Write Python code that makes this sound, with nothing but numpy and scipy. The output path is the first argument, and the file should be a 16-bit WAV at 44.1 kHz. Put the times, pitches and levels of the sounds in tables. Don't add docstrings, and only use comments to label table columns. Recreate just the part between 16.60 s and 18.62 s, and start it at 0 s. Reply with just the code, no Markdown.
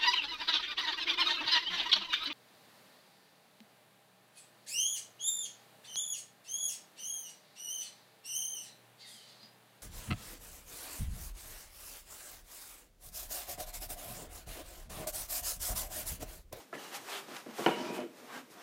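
import sys
import numpy as np
from scipy import signal
from scipy.fft import rfft, irfft, next_fast_len
from scipy.io import wavfile
from scipy.ndimage import uniform_filter1d, map_coordinates

SR = 44100
rng = np.random.default_rng(int(sys.argv[2]) if len(sys.argv) > 2 else 0)


def digitize_waveform(pressure):
    field = np.atleast_2d(pressure).T
    bounded = np.clip(field, -1, 1)
    quanta = np.round(bounded * 32767).astype(np.int16)
    wavfile.write(sys.argv[1], SR, quanta)


def gain_from_decibels(decibels):
    exponent = np.asarray(decibels, float) / 20
    return 10 ** exponent


N = 89082
T = np.arange(N) / SR
HIT_T = np.arange(SR // 3) / SR


def unit(x):
    return x / np.sqrt(np.mean(x ** 2) + 1e-20)


def along(points, hz):
    f, v = np.transpose(points)
    return np.interp(np.log(hz + 1), np.log(f + 1), v)


def wobble(knots_per_s):
    knots = rng.standard_normal(int(N * knots_per_s / SR) + 4)
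    return map_coordinates(knots, [T * knots_per_s])


def filtered(x, response):
    m = next_fast_len(len(x) + SR // 2)
    return irfft(rfft(x, m) * response(np.fft.rfftfreq(m, 1 / SR)), m)[:len(x)]


def coloured(x, spectrum):
    return unit(filtered(x, lambda f: gain_from_decibels(along(spectrum, f))))


def peak(f, hz, width_hz):
    return 1j * f * width_hz / (hz * hz - f * f + 1j * f * width_hz)


def soft(f, hz):
    return 1 / (1 - (f / hz) ** 2 + 1.4j * f / hz)


def add_at(out, start_s, x):
    out[round(start_s * SR):][:len(x)] += x


def grains(rate_per_s, spread_db):
    chance, side, size = rng.random((3, N))
    clicks = (chance < rate_per_s / SR) * np.sign(side - .5)
    return unit(clicks * gain_from_decibels(-spread_db * np.log(size + 1e-4)))


# peak in s, rise in s, fall in s, coarse rasp in dB, fine hiss in dB.
STROKES = [(0, .03, 0.043, -57, -57.5), (.15, 0.014, 0.025, -51.5, -58), (.22, 0.054, 0.13, -51.5, -53),
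           (.335, 0.022, 0.055, -46, -52.5), (0.359, 0.023, 0.019, -53.5, -44.5),
           (.42, 0.048, .05, -60.5, -58.5), (.47, .03, 0.036, -52.5, -55), (.51, 0.028, 0.049, -45.5, -50),
           (0.549, 0.053, 0.058, -43.5, -47), (.64, 0.051, 0.024, -58, -61.5),
           (.715, 0.051, 0.078, -50, -57.5), (.765, 0.04, 0.058, -52.5, -53.5),
           (0.767, 0.0023, 0.0076, -47, -55), (.91, 0.067, 0.14, -55.5, -62),
           (1.01, 0.062, 0.11, -47.5, -49), (1.099, 0.086, 0.12, -44, -58), (1.26, 0.12, 0.09, -48, -59),
           (1.359, 0.031, 0.025, -49.5, -50), (1.4, 0.08, 0.052, -51, -63), (1.585, .05, 0.057, -61, -62),
           (1.65, 0.08, 0.062, -59.5, -64), (1.76, 0.068, 0.054, -48, -55.5),
           (1.919, 0.021, 0.047, -63.5, -59), (2.02, 0.067, .03, -55, -62)]
# frequency in Hz, density in dB per Hz.
RASP_SPECTRUM = [(150, -18), (400, -1), (900, 2.5), (1600, -0.5), (3100, -6), (6500, -17), (9000, -22.5),
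                 (15500, -34)]
# frequency in Hz, density in dB per Hz.
HISS_SPECTRUM = [(500, -39), (2500, -0.5), (6000, 1), (10000, -3), (15500, -5.5)]


def foam():
    grains_per_s, grain_spread_db, grain_share = 4500, 2.5, 0.53
    patch_db, unsteady_db = 0.8, 0.73
    power = np.zeros((2, N))
    for peak_s, rise_s, fall_s, *db in STROKES:
        span = np.where(T < peak_s, rise_s, fall_s)
        power += gain_from_decibels(db)[:, None] ** 2 * np.exp(-2 * ((T - peak_s) / span) ** 2)
    out = np.zeros(N)
    for swell, spectrum in zip(np.sqrt(power), (RASP_SPECTRUM, HISS_SPECTRUM)):
        grit = grain_share * grains(grains_per_s, grain_spread_db) + rng.standard_normal(N)
        out += swell * coloured(grit, spectrum)
    z = signal.stft(out, nperseg=512)[2]
    patches = uniform_filter1d(rng.standard_normal(z.shape), 6, 0)
    patches = unit(uniform_filter1d(patches, 6, 1))
    patchy = signal.istft(z * gain_from_decibels(patch_db * patches), nperseg=512)[1][:N]
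    return patchy * gain_from_decibels(unsteady_db * wobble(45.2))


def rubbed_bands(table, edge_s, steady):
    out = np.zeros(N)
    for start_s, end_s, hz, width_hz, db in table:
        a, n = round(start_s * SR), round((end_s - start_s) * SR)
        band = filtered(rng.standard_normal(SR // 2), lambda f: peak(f, hz, width_hz) ** 2)
        band = signal.hilbert(band)
        tone = (band / (np.abs(band) + 1e-9) ** steady).real
        tone = unit(tone[SR // 10:])
        gate = np.clip(np.minimum(T[:n], end_s - start_s - T[:n]) / edge_s, 0, 1)
        out[a:a + n] += (gain_from_decibels(db) * gate * tone[:n])[:N - a]
    return out


# start in s, end in s, centre in Hz, width in Hz, level in dB.
RUBS = [(.15, 0.474, 350, 450, -58), (1.5, 1.84, 405, 520, -59), (.135, 0.17, 1900, 800, -45),
        (1.675, 1.81, 1000, 940, -52), (1.91, 2.03, 1160, 700, -60.5), (.3, 0.43, 1700, 1500, -62),
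        (.49, 0.617, 1300, 1250, -53), (.5, .6, 3130, 1500, -47), (.69, 0.81, 1420, 400, -56),
        (.28, 0.47, 108, 35, -64), (0, 0.044, 300, 400, -60), (.6, .86, 270, 570, -59.5),
        (1.84, 2.03, 370, 370, -64), (.14, .3, 2940, 490, -60), (1.15, 1.33, 5100, 2700, -57)]


def rubs():
    return rubbed_bands(RUBS, edge_s=.03, steady=0)


# frequency in Hz, density in dB per Hz.
AIR_SPECTRUM = [(55, -40), (80, -22), (120, -6), (270, -9), (861, -17.5), (3250, -24), (11500, -30.5),
                (15500, -29)]


def air():
    return gain_from_decibels(-60.5 + 0.3 * wobble(6.2)) * coloured(rng.standard_normal(N), AIR_SPECTRUM)


def hard_contact(modes):
    ring = np.zeros(len(HIT_T))
    for hz, db, t60_s in modes:
        build_up = 1 - np.exp(-HIT_T * hz / 0.46)
        ring += gain_from_decibels(db - 60 * HIT_T / t60_s) * np.sin(2 * np.pi * hz * HIT_T) * build_up
    return -ring * (1 - np.exp(-HIT_T / .0003))


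# frequency in Hz, level in dB, t60 in s.
TAP_MODES = [(375.3, -2.5, 0.23), (657, 3, 0.05), (1035, -7, 0.088), (1330, 3, 0.05), (1710, -3, 0.097),
             (1970, -8.5, 0.058)]


def bench_tap():
    out = np.zeros(N + SR)
    add_at(out, .1277, gain_from_decibels(-38.5) * hard_contact(TAP_MODES))
    return out[:N]


def crack():
    burst = rng.standard_normal(len(HIT_T)) * gain_from_decibels(-60 * HIT_T / .015)
    return filtered(burst, lambda f: peak(f, 3500, 4000) * soft(f, 7000) ** 2)


TICKS_S = [
    .128,
    .7655,
    .911,
    1.403,
]
TICKS_DB = [-46, -31, -43, -40]


def ticks():
    out = np.zeros(N + SR)
    for start_s, db in zip(TICKS_S, TICKS_DB):
        add_at(out, start_s, gain_from_decibels(db) * crack())
    return out[:N]


# frequency in Hz, width in Hz, level in dB.
CASE_MODES = [(151, 52, -10), (200, 14.8, 0), (252.8, 11, 2.5), (348.6, 19.6, 5), (463.6, 9.6, -1.5),
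              (618.3, 16.2, 1), (702, 37, -10.5), (806, 47, -11), (955, 11, -8), (1143, 26, -9),
              (1363, 32, -8.5), (1740, 115, -11), (2400, 500, -8), (3050, 180, -2.5)]


def case(f):
    return sum((-1) ** k * gain_from_decibels(db) * peak(f, hz, width_hz)
               for k, (hz, width_hz, db) in enumerate(CASE_MODES))


THUDS_S = [.138, .151, .165, .684, .715, .8625, .9095, .9865, .9935, 1.0025, 1.008, 1.022, 1.031, 1.043,
           1.0795, 1.0845, 1.0905, 1.112, 1.212, 1.301, 1.381, 1.389, 1.414, 1.63, 1.76]
# peak in dB, t60 in s, contact hardness in Hz, favoured mode in Hz.
THUDS = [(-37, 0.2, 1300, 400), (-38.5, 0.07, 850, 390), (-39.5, 0.11, 530, 275), (-43, 0.41, 500, 390),
         (-42.5, 0.14, 430, 170), (-36.5, 0.72, 690, 320), (-42, 0.12, 1200, 800), (-30, 0.34, 840, 660),
         (-30, 0.1, 760, 450), (-31, .15, 810, 300), (-35, .12, 1200, 390), (-35, .08, 1100, 820),
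         (-35, .06, 1100, 1000), (-32, .06, 1600, 680), (-17, 0.049, 840, 660), (-20, .051, 1470, 650),
         (-22, .07, 780, 530), (-27.5, .068, 1040, 500), (-31.5, 0.12, 570, 270), (-31, 0.058, 520, 390),
         (-30, 0.056, 890, 650), (-29.5, 0.12, 850, 360), (-36, 0.11, 910, 490), (-47, 0.52, 490, 340),
         (-43.5, .052, 240, 160)]


def thuds():
    out = np.zeros(N + SR)
    for start_s, (db, t60_s, hard_hz, own_hz) in zip(THUDS_S, THUDS):
        chatter = .022 * np.clip(HIT_T / .006, 0, 1)
        push = chatter * rng.standard_normal(len(HIT_T)) * gain_from_decibels(-60 * HIT_T / t60_s)
        push[0] = -1

        def body(f):
            modes = case(f) + 0.5 * peak(f, own_hz, 0.65 * own_hz)
            return modes * soft(f, 1.71 * hard_hz) ** 2

        ring = filtered(push, body) * gain_from_decibels(-40 * HIT_T / t60_s)
        add_at(out, start_s, gain_from_decibels(db) * ring / np.abs(ring).max())
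    return out[:N]


# start in s, end in s, pitch in Hz, width in Hz, level in dB.
SQUEAKS = [(1.105, 1.16, 2900, 94, -46), (1.16, 1.225, 2990, 150, -52), (1.245, 1.335, 2420, 190, -52.5),
           (1.335, 1.39, 2500, 200, -53), (1.385, 1.44, 2900, 89, -63), (1.083, 1.097, 3520, 130, -42),
           (1.37, 1.4, 2950, 80, -56), (0.18, 0.205, 6300, 300, -61), (.45, .63, 382, 39, -57.5),
           (.865, .96, 230, 34, -57.5), (1.72, 1.85, 256, 21, -55), (1.725, 1.79, 1600, 41, -53.5),
           (.71, .76, 133, 70, -58.5), (1.2, 1.35, 965, 46, -52), (.33, .4, 790, 54, -55.5),
           (1.1, 1.2, 960, 36, -48), (1.33, 1.468, 350, 35, -46.5), (1.1, 1.155, 2200, 90, -54),
           (1.115, 1.17, 460, 26, -44), (1.39, 1.455, 590, 56, -52.5), (1.4, 1.475, 253, 38, -49),
           (1.25, 1.3, 345, 35, -45.5), (.173, .188, 1750, 120, -47), (1.95, 2.03, 697, 140, -60),
           (1.485, 1.53, 255, 36, -56), (1.87, 2.03, 320, 29, -66.5), (1.6, 1.66, 250, 27, -61.5),
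           (1.3, 1.315, 230, 60, -37), (1.088, 1.104, 340, 50, -28.5), (1.28, 1.3, 3800, 300, -64),
           (1.435, 1.47, 487, 55, -49)]


def squeaks():
    return rubbed_bands(SQUEAKS, edge_s=.008, steady=.68)


# frequency in Hz, level in dB, t60 in s.
KNOCK_MODES = [(200, -1.5, 0.069), (354, 2.5, 0.075), (460, 12.5, 0.02), (670, 2, 0.043), (739, 1.5, 0.066),
               (940, 0, 0.077), (1417, 2.5, 0.024), (1780, -6.5, 0.064), (2240, -12.5, 0.096),
               (2440, -13.5, 0.14), (2953, 0.5, 0.028), (3090, -11, 0.032), (4280, -23, 0.07),
               (5170, -26, 0.038)]


def knock():
    out = np.zeros(N + SR)
    knock_s, blow_s, blow_hz = 1.0623, 1.0625, 1300
    add_at(out, knock_s, gain_from_decibels(-21) * hard_contact(KNOCK_MODES))
    add_at(out, knock_s, gain_from_decibels(-24) * crack())
    impulse = 1. * (HIT_T == 0)
    blow = filtered(impulse, lambda f: peak(f, blow_hz, 3 * blow_hz) * soft(f, 3300) ** 2)
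    add_at(out, blow_s, -gain_from_decibels(-16) * blow / blow.max())
    return out[:N]


# time in s, level in dB.
DRAG = [
    (1.073, -28),
    (1.11, -36.5),
    (1.17, -40.5),
    (1.25, -42),
    (1.36, -41),
    (1.419, -40),
    (1.461, -53.5),
    (1.472, -55),
    (1.53, -76),
]


def drag():
    slips = filtered(grains(rate_per_s=1600, spread_db=2.2),
                     lambda f: (case(f) + 0.059 * peak(f, 970, 2100)) * soft(f, 900))
    time_s, db = np.transpose(DRAG)
    return unit(slips) * gain_from_decibels(np.interp(T, time_s, db, -120, -120))


# frequency in Hz, t60 in s.
SHOP_DECAY = [(200, 0.19), (1500, 0.45), (8000, 0.48)]


def shop(x):
    hz, t, z = signal.stft(rng.standard_normal(SR // 2), SR, nperseg=256)
    decay = gain_from_decibels(-60 * t / along(SHOP_DECAY, hz)[:, None])
    tail = signal.istft(z * decay, SR, nperseg=256)[1]
    late = np.pad(x, (300, 0))
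    return signal.fftconvolve(late, tail / np.linalg.norm(tail))[:N]


def scene():
    near = foam() + rubs() + bench_tap() + ticks() + thuds() + squeaks() + knock() + drag()
    wet_db = -11
    return (near + gain_from_decibels(wet_db) * shop(near) + air())[None]


def low_pass(x):
    return signal.sosfilt(signal.butter(12, 15380, fs=SR, output="sos"), x)


def record(dry):
    low_cut_hz, rumble_db, top_hz = 112, -99, 15370

    def bass_cut(f):
        return (1 - soft(f, low_cut_hz) * (1 + 1.4j * f / low_cut_hz)) ** 4

    rumble = unit(filtered(rng.standard_normal(N), lambda f: soft(f, 60) ** 2))
    mix = filtered(dry[0], bass_cut) + gain_from_decibels(rumble_db) * rumble
    mix = filtered(mix, lambda f: f < top_hz)
    return low_pass(mix[None])


dry = scene()
out = record(dry)
digitize_waveform(out)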